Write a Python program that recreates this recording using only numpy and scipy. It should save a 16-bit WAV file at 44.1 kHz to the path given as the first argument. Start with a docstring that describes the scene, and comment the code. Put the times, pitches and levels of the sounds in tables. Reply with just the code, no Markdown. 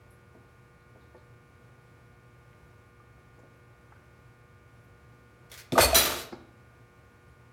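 """Frozen treat falling in a kitchen

A quiet kitchen: an appliance buzzes on the mains as a sum of harmonics, over shaped noise for the air.
Soft knocks, wisps and pings are scattered throughout; a wrapper rustles as filtered random clicks, and a
frozen treat drops: it knocks the basin, a bank of struck modes, clatters on a plate, bounces and shatters
over a second dish, both rung by dense random contacts. Decaying noise bands let the room ring out."""
import sys
import numpy as np
from scipy import signal
from scipy.fft import rfft, irfft
from scipy.io import wavfile

SR = 44100
rng = np.random.default_rng(int(sys.argv[2]) if len(sys.argv) > 2 else 0)


def to_wav(s):
    """Save 16-bit WAV."""
    ch = np.atleast_2d(s).T  # columns
    pcm = np.round(np.clip(ch, -1, 1) * 32767)  # PCM
    wavfile.write(sys.argv[1], SR, pcm.astype(np.int16))


def undo_db(level):
    """Turn decibels back into plain size, where 20 dB means ten times bigger."""
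    steps = np.asarray(level, float) / 20
    return 10 ** steps


N = 332011  # length in samples

ATTACK_S = .002  # swell of each spell, centred on its start


def rms_one(x):
    """Normalisation: scale to unit rms."""
    return x / np.sqrt(np.mean(x ** 2) + 1e-20)


def spell_level(spells, release_db_per_s, column=2):
    """Incoherent addition: spells swell, sag while they last, then die away; their powers add."""
    power = 0
    for row in spells:
        start, length, sag = row[0], row[1], row[4]
        t = np.arange(N) / SR - start
        db = row[column] - sag * np.clip(t, 0, length)
        db = db - release_db_per_s * np.maximum(t - length, 0)
        swell = np.clip(t / ATTACK_S + .5, 0, 1) ** 2
        power = power + (undo_db(np.maximum(db, -200)) * swell) ** 2
    return np.sqrt(power)


def at_hz(points, hz):
    """Logarithmic pitch scale: interpolate a table on a log-frequency axis."""
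    table = np.array(points)
    return np.interp(np.log(hz), np.log(table[:, 0]), table[:, 1])


def coloured(x, spectrum):
    """Linear filtering: shape by a spectrum, then scale to unit rms."""
    hz = np.arange(N // 2 + 1) * SR / N + 1
    return rms_one(irfft(rfft(x) * undo_db(at_hz(spectrum, hz)), N))


def drift(pole_hz):
    """Low-pass random process: slow chance with unit spread, computed every 40 samples."""
    r = np.exp(-80 * np.pi * pole_hz / SR)
    noise = rng.standard_normal(N // 40 + 2002)
    slow = signal.lfilter([1], [1, -2 * r, r * r], noise)[2000:]  # drop the filter's start-up
    return np.interp(np.arange(N) / 40, np.arange(len(slow)), rms_one(slow))


def ring(x, hz, t60):
    """Damped resonance: a unit click sets a sine of about height 1 ringing."""
    r = undo_db(-60 / (t60 * SR))
    w = 2 * np.pi * min(hz, .45 * SR) / SR
    return signal.lfilter([0, np.sin(w)], [1, -2 * r * np.cos(w), r * r], x + 1e-18)


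def clicks(per_s, spread_db):
    """Poisson-like impulses: random clicks of uneven size and sign; unit rms."""
    sizes = undo_db(spread_db * np.minimum(rng.exponential(1, N), 4)) * rng.choice([-1, 1], N)
    return rms_one(sizes * (rng.random(N) < per_s / SR))


def struck(hz, t60, contact_s, size):
    """Resonant forcing: a soft press at a mode's own pitch builds it up, nearly in step with others."""
    t = np.arange(size) / SR
    press = np.exp(-t / contact_s)
    phase = .08 * rng.standard_normal()  # in cycles
    force = 2 * press / press.sum() * np.cos(2 * np.pi * (hz * t + phase))
    return ring(force, hz, t60)


def add(out, start, sound):
    """Superposition: mix a sound in at a time in seconds."""
    piece = out[round(start * SR):][:len(sound)]
    piece += sound[:len(piece)]


# Harmonics of the mains buzz. Each row: multiple of the buzz frequency, relative level in dB.
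BUZZ_HARMONICS = [(1, 1), (2, -12.5), (3, -7.5), (4, -6), (5, -16.5), (6, -19), (7, -17), (8, -22),
                  (9, -10), (10, -6.5), (11, -17.5), (12, -5), (13, -14.5), (14, -20), (15, -13.5),
                  (16, -17.5), (17, -26.5), (18, -13), (19, -13.5), (20, -17), (21, -19.5), (22, -24),
                  (23, -25), (24, -26), (25, -35.5), (26, -30.5)]


def buzz():
    """Fourier synthesis: multiples of twice the mains frequency, each wavering a little."""
    buzz_hz, level_db, waver_db = 120.0, -61, 0.5
    t = np.arange(N) / SR
    out = np.zeros(N)
    for multiple, db in BUZZ_HARMONICS:
        strength = undo_db(level_db + db + waver_db * drift(3.0))
        out += strength * np.sin(2 * np.pi * (multiple * buzz_hz * t + rng.random()))
    return out


# Spectrum of the air noise. Each row: frequency in Hz, relative density in dB per Hz.
AIR_SPECTRUM = [(24, -38), (40, -15.5), (115, 1), (194, -10), (363, -13.5), (412, -14.5), (479, -14),
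                (918, -19.5), (1180, -21), (1340, -23.5), (1440, -21.5), (1680, -24.5), (2210, -28),
                (3060, -31), (16000, -43.5)]
# Faint narrow bands in the air noise. Each row: centre in Hz, width in Hz, rms level in dB.
AIR_DRONES = [(120, 27, -71), (65.4, 28, -62), (10350, 80, -90)]


def air():
    """Filtered noise: broad ventilation noise, with drones from noise-driven resonances."""
    out = undo_db(-59.5 + .5 * drift(2.0)) * coloured(rng.standard_normal(N), AIR_SPECTRUM)
    for hz, width_hz, db in AIR_DRONES:
        t60 = np.log(1000) / np.pi / width_hz  # bandwidth as decay time
        out += undo_db(db) * rms_one(ring(rng.standard_normal(N), hz, t60))
    return out


# Brief high puffs of noise; the one at 6.322 is the bright click of the last knock.
# Each row: start in seconds, rms level in dB before the fade,
# upper band edge in Hz, fade time in seconds.
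WISP_EVENTS = [(0.105, -68, 11700, 0.044), (0.803, -79, 4400, 0.036), (1.01, -76, 4260, .09),
               (1.166, -76, 4500, .05), (3.39, -77, 7650, 0.023), (3.56, -80, 14000, .02),
               (4.84, -78, 14000, .02), (6.322, -58, 5170, 0.024), (7.28, -78.5, 10990, 0.027)]


def wisps():
    """Band-limited noise bursts: each puff starts at once and fades along half a Gaussian."""
    out, t = np.zeros(N), np.arange(SR // 3) / SR
    for start, db, hz, fade_s in WISP_EVENTS:
        edges = [hz / 1.23, min(hz, .45 * SR)]
        band = signal.butter(2, edges, "band", fs=SR, output="sos")
        puff = rms_one(signal.sosfilt(band, rng.standard_normal(len(t))))
        add(out, start, undo_db(db) * puff * np.exp(-(t / fade_s) ** 2))
    return out


# Reverberation time of the room. Each row: frequency in Hz, time to fall 60 dB in seconds.
ROOM_DECAY = [(100, 0.98), (1000, 0.57), (4000, 0.48), (16000, 0.19)]


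def kitchen(x):
    """Diffuse reverberation: convolve with noise that builds up fast and dies band by band."""
    t, tail = np.arange(SR) / SR, 0
    edges = 50 * 2 ** np.arange(0, 8.6, .5)  # half octaves, in Hz
    for low, high in zip(edges, edges[1:]):
        band = signal.butter(2, [low, high], "band", fs=SR, output="sos")
        noise = signal.sosfilt(band, rng.standard_normal(SR))
        tail = tail + noise * undo_db(-60 * t / at_hz(ROOM_DECAY, np.sqrt(low * high)))
    tail *= 1 - np.exp(-t / 0.0037)  # the reflections build up from nothing
    return signal.fftconvolve(x, tail / np.sqrt(np.sum(tail ** 2)))[:N]


# Soft knocks and ticks around the room. Each row: start in seconds, relative level in dB,
# central pitch in Hz, reach of the modes to either side in octaves.
KNOCK_EVENTS = [(0.35, -43, 398, 1.18), (0.951, -43.5, 403, 1.13), (1.146, -39.5, 481, 1.8),
                (2.53, -50, 2120, 0.54), (3.385, -45.5, 506, 0.86), (3.435, -44.5, 448, 0.96),
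                (3.922, -39, 1100, 0.84), (5.52, -49, 554, 0.59), (6.326, -31.5, 895, 1.3),
                (6.345, -39, 708, 0.94)]


def knocks():
    """Modal synthesis: each knock rings a dull cluster of nine modes around its pitch."""
    out = np.zeros(N)
    decay_cycles = 45.0  # cycles of the central pitch in which a mode falls 60 dB
    for start, db, hz, octaves in KNOCK_EVENTS:
        for step in np.linspace(-1, 1, num=9) + .06 * rng.standard_normal(9):
            mode_hz = hz * 2 ** (octaves * step)
            sound = struck(mode_hz, decay_cycles / hz, 0.000633, size=SR // 3)
            add(out, start, undo_db(db - 10.5 - 8.9 * step ** 2) * sound)  # outer modes are weaker
    return out


def ping_each(rows):
    """Impulsive excitation: hard, short contacts (start s, dB, Hz, T60 s), one mode each."""
    out = np.zeros(N)
    for start, db, hz, t60 in rows:
        add(out, start, undo_db(db) * struck(hz, t60, .0005, size=SR))
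    return out


# Single ringing notes: two faint ticks early on, then lingering notes of the plate and dish.
# Each row: start in seconds, level in dB, pitch in Hz, time to fall 60 dB in seconds.
PING_EVENTS = [(3.0, -51.5, 1190, 0.065), (3.961, -54, 1520, 0.054), (5.93, -30.5, 2500, 0.046),
               (5.946, -22, 5940, 0.12), (5.96, -36.5, 12200, .3), (6.19, -54, 12320, 0.22),
               (6.13, -44.5, 3830, 0.55)]


def pings():
    """Single-mode resonance: each hard, short contact rings one decaying note."""
    return ping_each(PING_EVENTS)


# Spells of the wrapper moving. Each row: start in seconds, length in seconds,
# crinkle rms level in dB, scrape rms level in dB, sag in dB per second.
WRAPPER_SPELLS = [(5.498, .004, -57, -73.5, 900), (5.5165, .004, -41.5, -60, 1401),
                  (5.521, .05, -52.5, -66, 60), (5.539, .005, -45.5, -57, 900),
                  (5.576, .03, -51.5, -46.5, 100.5)]
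# Spectrum of the crinkles. Each row: frequency in Hz, relative density in dB per Hz.
CRINKLE_SPECTRUM = [(240, -46), (400, -13.5), (645, -7), (730, -16), (1460, -9), (1820, -3), (2930, -10.5),
                    (3370, -6), (7990, -13.5), (13700, -15), (16000, -18)]
# Spectrum of the scrape. Each row: frequency in Hz, relative density in dB per Hz.
SCRAPE_SPECTRUM = [(900, -25.5), (1500, -9), (2200, -3), (3000, -12.5), (5300, -7.5), (8000, -14),
                   (16000, -19)]


def wrapper():
    """Crackling noise: thin film gives clicks filtered as crinkles, and a scrape as it slides off."""
    release = 420  # dB per second
    crinkle = coloured(clicks(9000, spread_db=1.5), CRINKLE_SPECTRUM)
    scrape = coloured(clicks(9000, spread_db=3.5), SCRAPE_SPECTRUM)
    out = spell_level(WRAPPER_SPELLS, release) * crinkle
    return out + spell_level(WRAPPER_SPELLS, release, column=3) * scrape


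# The film snapping taut. Each row: start in seconds, level in dB.
FILM_SNAPS = [(5.5159, -40.5), (5.54, -45)]
# Modes of the film. Each row: frequency in Hz, relative level in dB.
FILM_MODES = [(3380, -1), (5460, -4), (8800, -7), (13750, -5.5)]


def film_snaps():
    """Membrane modes: each snap sets all the film's modes ringing briefly."""
    return ping_each([(start, db + mode_db, hz, .018)
                      for start, db in FILM_SNAPS for hz, mode_db in FILM_MODES])


# Spectrum of snapping ice. Each row: frequency in Hz, relative density in dB per Hz.
CRACK_SPECTRUM = [(180, -40.5), (300, -7), (331, -3.5), (485, -2), (687, -11.5), (1020, -9), (1170, 0.5),
                  (1620, -3), (3970, -3), (11300, -12), (12700, -8.5), (15700, -24)]


def clatter(spells, release, modes, t60, per_s):
    """Random excitation: dense contacts snap broadly, ring the china and chink loose shards."""
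    start = round((spells[0][0] - ATTACK_S) * SR)
    contacts = rms_one(clicks(per_s, spread_db=0.5) * undo_db(drift(50)))  # clumped
    out = spell_level(spells, release) * coloured(contacts, CRACK_SPECTRUM)
    force = spell_level(spells, release, column=3) * contacts / np.sqrt(t60 * SR / 20)
    shard_hz = np.geomspace(1500, 15500, num=20) * rng.uniform(0.94, 1.05, size=20)
    shards = [(hz, -11.0) for hz in shard_hz]
    for hz, db in [*modes, *shards]:
        # each mode weighs the contacts by its own chance, in spells that come and go
        weights = undo_db(db + 2.0 * drift(25)) * rng.standard_normal(N)
        out[start:] += ring((force * weights)[start:], hz, t60)
    return out


# Spells of ice chattering on the plate. Each row: start in seconds, length in seconds,
# snapping rms level in dB, relative ringing level in dB, sag in dB per second.
PLATE_SPELLS = [(5.7212, 0.0075, -36.5, -57.5, 1501.5), (5.722, 0.073, -44.5, -62.5, 39),
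                (5.778, 0.025, -27, -49, 39), (5.806, 0.048, -28, -32, 60.5),
                (5.875, 0.0606, -40.5, -56, 14.5)]
# Modes of the plate. Each row: frequency in Hz, relative level in dB.
PLATE_MODES = [(2460, 2), (3280, -12), (3600, -10), (4371, -0.5), (4410, 4.5), (5300, -23), (6433, -6),
               (7590, -3.5), (8468, -2), (9022, -0.5), (9890, -9.5), (10090, -3), (10890, -9),
               (11760, -5.5), (12900, -3), (13430, -4.5), (14600, -7)]


def plate():
    """Modes under repeated impact: ice chatters on the plate at about 4000 contacts a second."""
    return clatter(PLATE_SPELLS, 700, PLATE_MODES, t60=.03, per_s=4000)


# The first touch of the frozen block. Each row: start in seconds, level in dB.
BLOCK_TOUCH = [(5.7215, -23.5)]
# Modes of the block. Each row: frequency in Hz, relative level in dB.
BLOCK_MODES = [(2410, -5), (3570, -0.5), (5320, -8)]


def block_touch():
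    """Modes of a solid: the first touch rings the frozen block with heavy damping."""
    return ping_each([(start, db + mode_db, hz, 0.013)
                      for start, db in BLOCK_TOUCH for hz, mode_db in BLOCK_MODES])


# Blows on the basin. Each row: start in seconds, relative level in dB, frequency in Hz where
# the blow is strongest, spread in octaves, share of the free ring time.
BASIN_BLOWS = [(5.7221, -19.5, 290, .8, 0.64), (5.754, -22.5, 1180, 0.12, 0.78), (5.76, -19, 620, .3, .8),
               (5.778, -8, 820, 0.84, 0.69), (5.80, -14, 1920, 0.42, 1), (5.815, -18.5, 1485, 0.44, .8),
               (5.831, -9.5, 622, .35, 0.37), (5.93, -8.5, 670, 0.046, 0.4), (5.96, -27, 650, .5, 0.53),
               (6.069, -28.5, 404, .5, 0.71), (6.095, -30, 800, .6, 0.66), (6.12, -24.5, 1304, 0.38, 0.52),
               (6.16, -36.5, 550, 0.73, 0.45), (6.323, -28.5, 375, 0.21, .3),
               (6.331, -25.5, 359, 0.37, 0.22)]
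# Modes of the basin. Each row: frequency in Hz, relative level in dB.
BASIN_MODES = [(54, 0.5), (68, 3), (90, 4), (146, 5.5), (190, -2.5), (255, 4.5), (305, -2.5), (350, 2.5),
               (400, -3.5), (441, 2), (520, 1.5), (600, 3.5), (667, 4.5), (730, 1.5), (810, -4.5), (917, 3),
               (1040, -4), (1171, 2.5), (1230, 3.5), (1380, -0.5), (1475, 1), (1520, -3), (1750, -3.5),
               (2067, 0), (2460, -1.5)]


def basin():
    """Modal excitation: blows drive modes near their own pitch; skidding shards keep upper ones murmuring."""
    out, contact_s = np.zeros(N), .003
    skid = spell_level(DISH_SPELLS, DISH_RELEASE_DB_PER_S) * clicks(600, spread_db=3.5)
    # the heaviest broad blow also sags the whole basin, slowly and a little late
    start, db = max(BASIN_BLOWS, key=lambda blow: blow[1] + 10 * np.log10(blow[3]))[:2]
    sag = (start + 0.02, db - 13.5, 65, .45, 0.72, .011)
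    blows = [*[(*blow, contact_s) for blow in BASIN_BLOWS], sag]
    for hz, mode_db in BASIN_MODES:
        t60 = .04 + 30 / hz  # a shortest time plus 30 cycles
        for start, db, centre_hz, octaves, free, seconds in blows:
            near = .035 + np.exp(-.5 * (np.log2(hz / centre_hz) / octaves) ** 2)
            sound = struck(hz, min(free, 1) * t60, seconds, size=SR // 2 + SR // 4)
            add(out, start, undo_db(db + mode_db - 5.5) * near * sound)
        light = min(hz / 400, 1) ** 2  # small shards cannot move the slow modes
        murmur = ring(skid * rng.standard_normal(N), hz, 0.63 * t60)
        out += undo_db(mode_db - 38.0) * light * murmur
    return out


# Spells of shards chattering on the dish; their snapping level also shapes the skid in the basin.
# Each row: start in seconds, length in seconds, snapping rms level in dB,
# relative ringing level in dB, sag in dB per second.
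DISH_SPELLS = [(5.944, 0.037, -23, -30, 70), (5.99, 0.053, -30.5, -43.5, 30), (6.05, .16, -31.5, -48.5, 70)]
# Modes of the dish. Each row: frequency in Hz, relative level in dB.
DISH_MODES = [(2417, -3.5), (3354, -0.5), (3905, -1), (3993, 2.5), (4556, -5), (4877, -3), (5893, -1),
              (6993, -3.5), (8102, -3), (9383, 0), (10000, 0), (12070, 0.5), (12300, 0), (12590, -3),
              (13010, -2.5), (13950, -4), (14120, 2.5), (14780, -8.5), (15500, -4.5)]
DISH_RELEASE_DB_PER_S = 299.5


def dish():
    """Modes under repeated impact: shards chatter on the dish at about 6000 contacts a second."""
    return clatter(DISH_SPELLS, DISH_RELEASE_DB_PER_S, DISH_MODES, t60=.04, per_s=6000)


def scene():
    """Superposition: the events and their reverberation over buzz and air, alike in both channels."""
    events = wisps() + knocks() + pings() + wrapper() + film_snaps()
    events += plate() + block_touch() + basin() + dish()
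    room = undo_db(-9.5) * kitchen(events)
    return np.tile(events + room + buzz() + air(), (2, 1))


def roll_off(x):
    """The treble ends steeply here."""
    return signal.sosfilt(signal.butter(12, 16530, fs=SR, output="sos"), x)


def record(dry):
    """High-pass filtering and saturation: the microphone cuts the deep bass and peaks are rounded."""
    bass_cut = signal.butter(4, 57.2, "high", fs=SR, output="sos")
    cut = signal.sosfilt(bass_cut, dry)
    mix = 0.71 * np.tanh(cut / .7)
    return roll_off(mix)


dry = scene()
out = record(dry)
to_wav(out)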